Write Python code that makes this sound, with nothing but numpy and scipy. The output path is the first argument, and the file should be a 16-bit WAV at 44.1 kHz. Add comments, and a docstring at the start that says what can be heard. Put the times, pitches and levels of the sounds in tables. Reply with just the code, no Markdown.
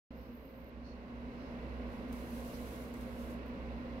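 """A small indoor pen with a laminate floor, heard in stereo over the hum and rumble of room appliances.
First come a thin, high sizzle and a few faint, short rubs, to the right of the microphone.
Then a large lizard crawls over the boards: its belly scales catch and slide with a fine, bright hiss
and its claws tick. The whole sound swells over the first two seconds."""
import sys
import numpy as np
from scipy import signal
from scipy.fft import rfft, irfft
from scipy.io import wavfile

SR = 44100
rng = np.random.default_rng(int(sys.argv[2]) if len(sys.argv) > 2 else 0)


def bounce(signal):
    """Save signal as a 16-bit WAV file at the path given by the first command-line argument."""
    frames = np.transpose(np.atleast_2d(signal))
    limited = np.clip(frames, -1, 1)
    pcm = np.round(limited * 32767).astype(np.int16)
    wavfile.write(sys.argv[1], SR, pcm)


N = 176400
T = np.arange(N) / SR
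HZ = np.maximum(np.fft.rfftfreq(N, 1 / SR), 1)


def from_db(db):
    """Decibels to gain."""
    return 10 ** (np.asarray(db) / 20)


def rms_one(x):
    """Scale to unit power."""
    return x / np.sqrt(np.mean(x ** 2) + 1e-20)


def level(rows):
    """Gain over time from rows of t/s, level/dB."""
    return from_db(np.interp(T, *np.transpose(rows)))


def over_hz(points):
    """A table joined by straight lines on a log-frequency axis."""
    hz, value = np.transpose(points)
    return np.interp(np.log(HZ), np.log(hz), value)


def pan(db):
    """Left and right gains of constant power; a positive balance leans left."""
    gains = from_db(np.array([[.5], [-.5]]) * db)
    return gains / np.sqrt(np.mean(gains ** 2, axis=0))


def drift(rate_hz):
    """Random wander of unit power, mostly slower than rate_hz."""
    return rms_one(irfft(rfft(rng.standard_normal(N)) / (1 + (HZ / rate_hz) ** 2), N))


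def decay(age, t60_s):
    """Exponential fall of 60 dB in t60_s."""
    return np.exp(-np.log(1000) * age / t60_s)


def colour(x, spectrum, balance_db=0):
    """Give a stereo signal a spectrum and a balance, at unit power."""
    return rms_one(irfft(rfft(x) * from_db(over_hz(spectrum)) * pan(balance_db), N))


def room_air():
    """Ventilation noise with its reflections: alike on both sides in the bass, diffuse above."""
    # rumble and air: f/Hz, relative level/dB
    spectrum = [(20, -11), (45, 1), (65, 5.5), (90, -7.5), (130, 2), (150, -3), (195, 3.5), (265, 5.5),
                (295, -4), (325, 4), (365, -5.5), (450, -1), (530, 2), (640, -4), (730, -7), (850, -10),
                (1040, -7.5), (1230, -13.5), (1500, -11), (1750, -14.5), (2100, -14.5), (2650, -16.5),
                (3100, -23.5), (4200, -26), (5500, -33.5), (7400, -45), (16000, -45)]
    # likeness of the two channels: f/Hz, correlation
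    likeness = [(60, 0.87), (250, 0.94), (500, 0.9), (1000, 0.52), (2000, 0.34), (4000, 0.22), (8000, .05)]
    # lean of the noise: f/Hz, balance/dB
    balance = [(60, -6), (200, -1.5), (380, .5), (560, -1.5), (780, 3), (1290, 0), (2380, -7.5),
               (4400, -14), (6300, -9), (7600, 0), (15000, 1.5)]
    # the sound reaches the right side first: f/Hz, left delay/s
    left_delay = [(200, .00006), (500, 0.0001), (1100, 0.00022), (2600, 0.000406)]
    mid, side = rfft(rng.standard_normal((2, N)))
    alike = over_hz(likeness)
    air = np.sqrt(1 + alike) * mid + np.sqrt(1 - alike) * side * [[1], [-1]]
    lag = np.exp(-2j * np.pi * HZ * over_hz(left_delay) * [[1], [0]])
    echoes = rng.standard_normal(N) * decay(T, t60_s=.092)
    echo_gain = np.sqrt(.088 / np.sum(echoes ** 2))
    ripple = 1 + echo_gain * rfft(echoes) * HZ / (HZ + 900)  # reflections ripple the spectrum
    return from_db(-46) * colour(irfft(air * lag * ripple, N), spectrum, over_hz(balance))


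def hum():
    """Motor and mains tones, each wavering in strength and phase."""
    # appliance tones: f/Hz, level/dB, waver depth, balance/dB
    tones = [(35, -63, 0.9, 8), (64.36, -48.5, .35, -5.5), (119.6, -61, 1, 7), (239.6, -48, 0.31, -2.6),
             (263.9, -57, 1, 0.5), (411, -63.5, 0.42, 4.5), (532.8, -61, 0.77, -4), (1580, -90, .4, 8),
             (4986, -93, .6, -5)]
    out, waver_hz = 0, 7.1
    for hz, db, waver, pan_db in tones:
        phasor = 1 + waver * (drift(waver_hz) + 1j * drift(waver_hz))
        tone = rms_one(np.real(phasor * np.exp(2j * np.pi * hz * T)))
        out = out + from_db(db) * pan(pan_db) * tone
    return out


def sizzle():
    """A very high hiss on the right with thin, unsteady chirps in it."""
    # rise and fall of the hiss: t/s, level/dB
    loudness = [(.1, -86), (.19, -69), (.28, -69), (.37, -68), (.47, -68), (.63, -72), (.71, -79),
                (.76, -105)]
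    # colour of the hiss: f/Hz, relative level/dB
    spectrum = [(8000, -25), (9900, -8), (11000, -20), (11800, -3), (12700, 1), (13600, 5), (14800, -1),
                (15500, -3)]
    # chirps: centre t/s, half length/s, level/dB, f/Hz, glide/(Hz/s)
    chirps = [(0.202, 0.035, -67.5, 13600, -7000), (.365, .025, -64, 13800, 0),
              (.47, .035, -62, 13500, -3000), (0.576, 0.032, -64, 13750, 10000),
              (0.637, .012, -64, 13900, -12000), (.68, .015, -67, 13400, -2)]
    out = level(loudness) * colour(rng.standard_normal((2, N)), spectrum)
    wander_hz, flutter = 170 * drift(rate_hz=50), drift(rate_hz=90)
    for s, half, db, hz, glide in chirps:
        pitch = hz + glide * np.clip(T - s, -2 * half, 2 * half) + wander_hz
        envelope = np.exp(-((T - s) / half) ** 2 / 2)
        out = out + from_db(db) * envelope * flutter * np.sin(2 * np.pi * np.cumsum(pitch) / SR)
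    return pan(db=-9) * out


def rubs():
    """Soft rubs against the floor swell and fade, each with one narrow, slightly squeaky resonance."""
    # rubs: peak t/s, rise/s, fall/s, level/dB, resonance f/Hz, resonance over the hiss/dB
    strokes = [(.235, 0.055, 0.066, -73, 5200, -5), (.872, 0.023, 0.054, -64.5, 4340, 1.5),
               (1.43, 0.043, .06, -71, 5260, -5), (2.552, .014, 0.016, -62, 4900, -8)]
    # rubbing hiss: f/Hz, relative level/dB
    spectrum = [(3000, -25), (4200, 6), (5100, 2), (5900, 0), (6700, -12), (8000, -30), (10000, -16),
                (11500, -28)]
    hiss = colour(rng.standard_normal((2, N)), spectrum)
    out, half_width_hz = 0, 54
    for s, rise, fall, db, hz, ring_db in strokes:
        envelope = np.exp(-((T - s) / np.where(T < s, rise, fall)) ** 2 / 2)
        resonance = 1 / (1 + ((HZ - hz) / half_width_hz) ** 2)
        ring = rms_one(irfft(rfft(rng.standard_normal((2, N))) * resonance, N))
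        out = out + from_db(db) * envelope * (hiss + from_db(ring_db) * ring)
    return pan(db=-4) * out


def belly_slide():
    """Scale edges catch and slip in dense tiny clicks over smooth friction hiss."""
    # sliding effort, heard as the strength of the scrape: t/s, level/dB
    effort = [(1.82, -97), (1.93, -72), (2.06, -78), (2.115, -72), (2.14, -64), (2.26, -63.5),
              (2.35, -60.5), (2.58, -59.5), (2.83, -61.5), (2.91, -68.5), (3.025, -64.5), (3.08, -67),
              (3.15, -66.5), (3.225, -62), (3.26, -65.5), (3.315, -62.5), (3.39, -80), (3.55, -99)]
    # scales on laminate: f/Hz, relative level/dB
    spectrum = [(1500, -27), (3000, 4), (5000, 1), (6200, 0.5), (7700, -1.5), (9400, 0), (11300, 2),
                (12500, 3), (16000, -3.5)]
    # lean of the scrape: f/Hz, balance/dB
    balance = [(3000, -2), (6000, -4), (8500, 5), (11000, 2), (15000, .5)]
    catches_per_s, catch_share, flutter_db = 2800, .23, .75
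    catches = rms_one((rng.random(N) < catches_per_s / SR) * rng.standard_normal((2, N)))
    friction = np.sqrt(catch_share) * catches + np.sqrt(1 - catch_share) * rng.standard_normal((2, N))
    flutter = from_db(flutter_db * drift(rate_hz=25))
    return level(effort) * flutter * colour(friction, spectrum, over_hz(balance))


def claws():
    """Each claw gives a tiny crack with a short tail from the walls of the pen."""
    # claw ticks: t/s, level before the high-pass/dB, high-pass f/Hz, balance/dB
    ticks = [(2.1265, -52, 2800, 2), (2.3052, -53, 12000, 0), (2.9392, -54, 3000, 2),
             (2.9795, -64, 7000, 1), (3.011, -58, 3000, 2), (3.204, -63, 11000, 0), (3.461, -58, 13000, -6),
             (3.4805, -59, 13000, -3)]
    out = 0
    for s, db, low_hz, pan_db in ticks:
        age = np.maximum(T - s, 0)
        crack = decay(age, t60_s=.011)
        tail = from_db(-7) * decay(age, t60_s=.15)
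        burst = (T >= s) * (crack + tail) * rng.standard_normal((2, N))
        highpass = signal.butter(3, low_hz, "high", fs=SR, output="sos")
        out = out + from_db(db) * pan(pan_db) * signal.sosfilt(highpass, burst + 1e-18)
    return out


def scene():
    """The room and the lizard as they reach the microphone."""
    return room_air() + hum() + sizzle() + rubs() + belly_slide() + claws()


def record(dry):
    """The sound opens after a moment of silence and swells; the top is cut steeply."""
    # swell, applied on top of every source's level: t/s, gain/dB
    swell = [(.1, -6), (.4, -7), (.8, -6.5), (1.2, -3), (1.6, 0), (2.2, 0), (3, -0.5), (4, 0)]
    start_s, cutoff_hz = .105, 15780
    fade_in = np.clip((T - start_s) / .002, 0, 1)
    lowpass = signal.ellip(12, .2, 70, cutoff_hz, fs=SR, output="sos")
    return signal.sosfilt(lowpass, dry * level(swell) * fade_in)


dry = scene()
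out = record(dry)
bounce(out)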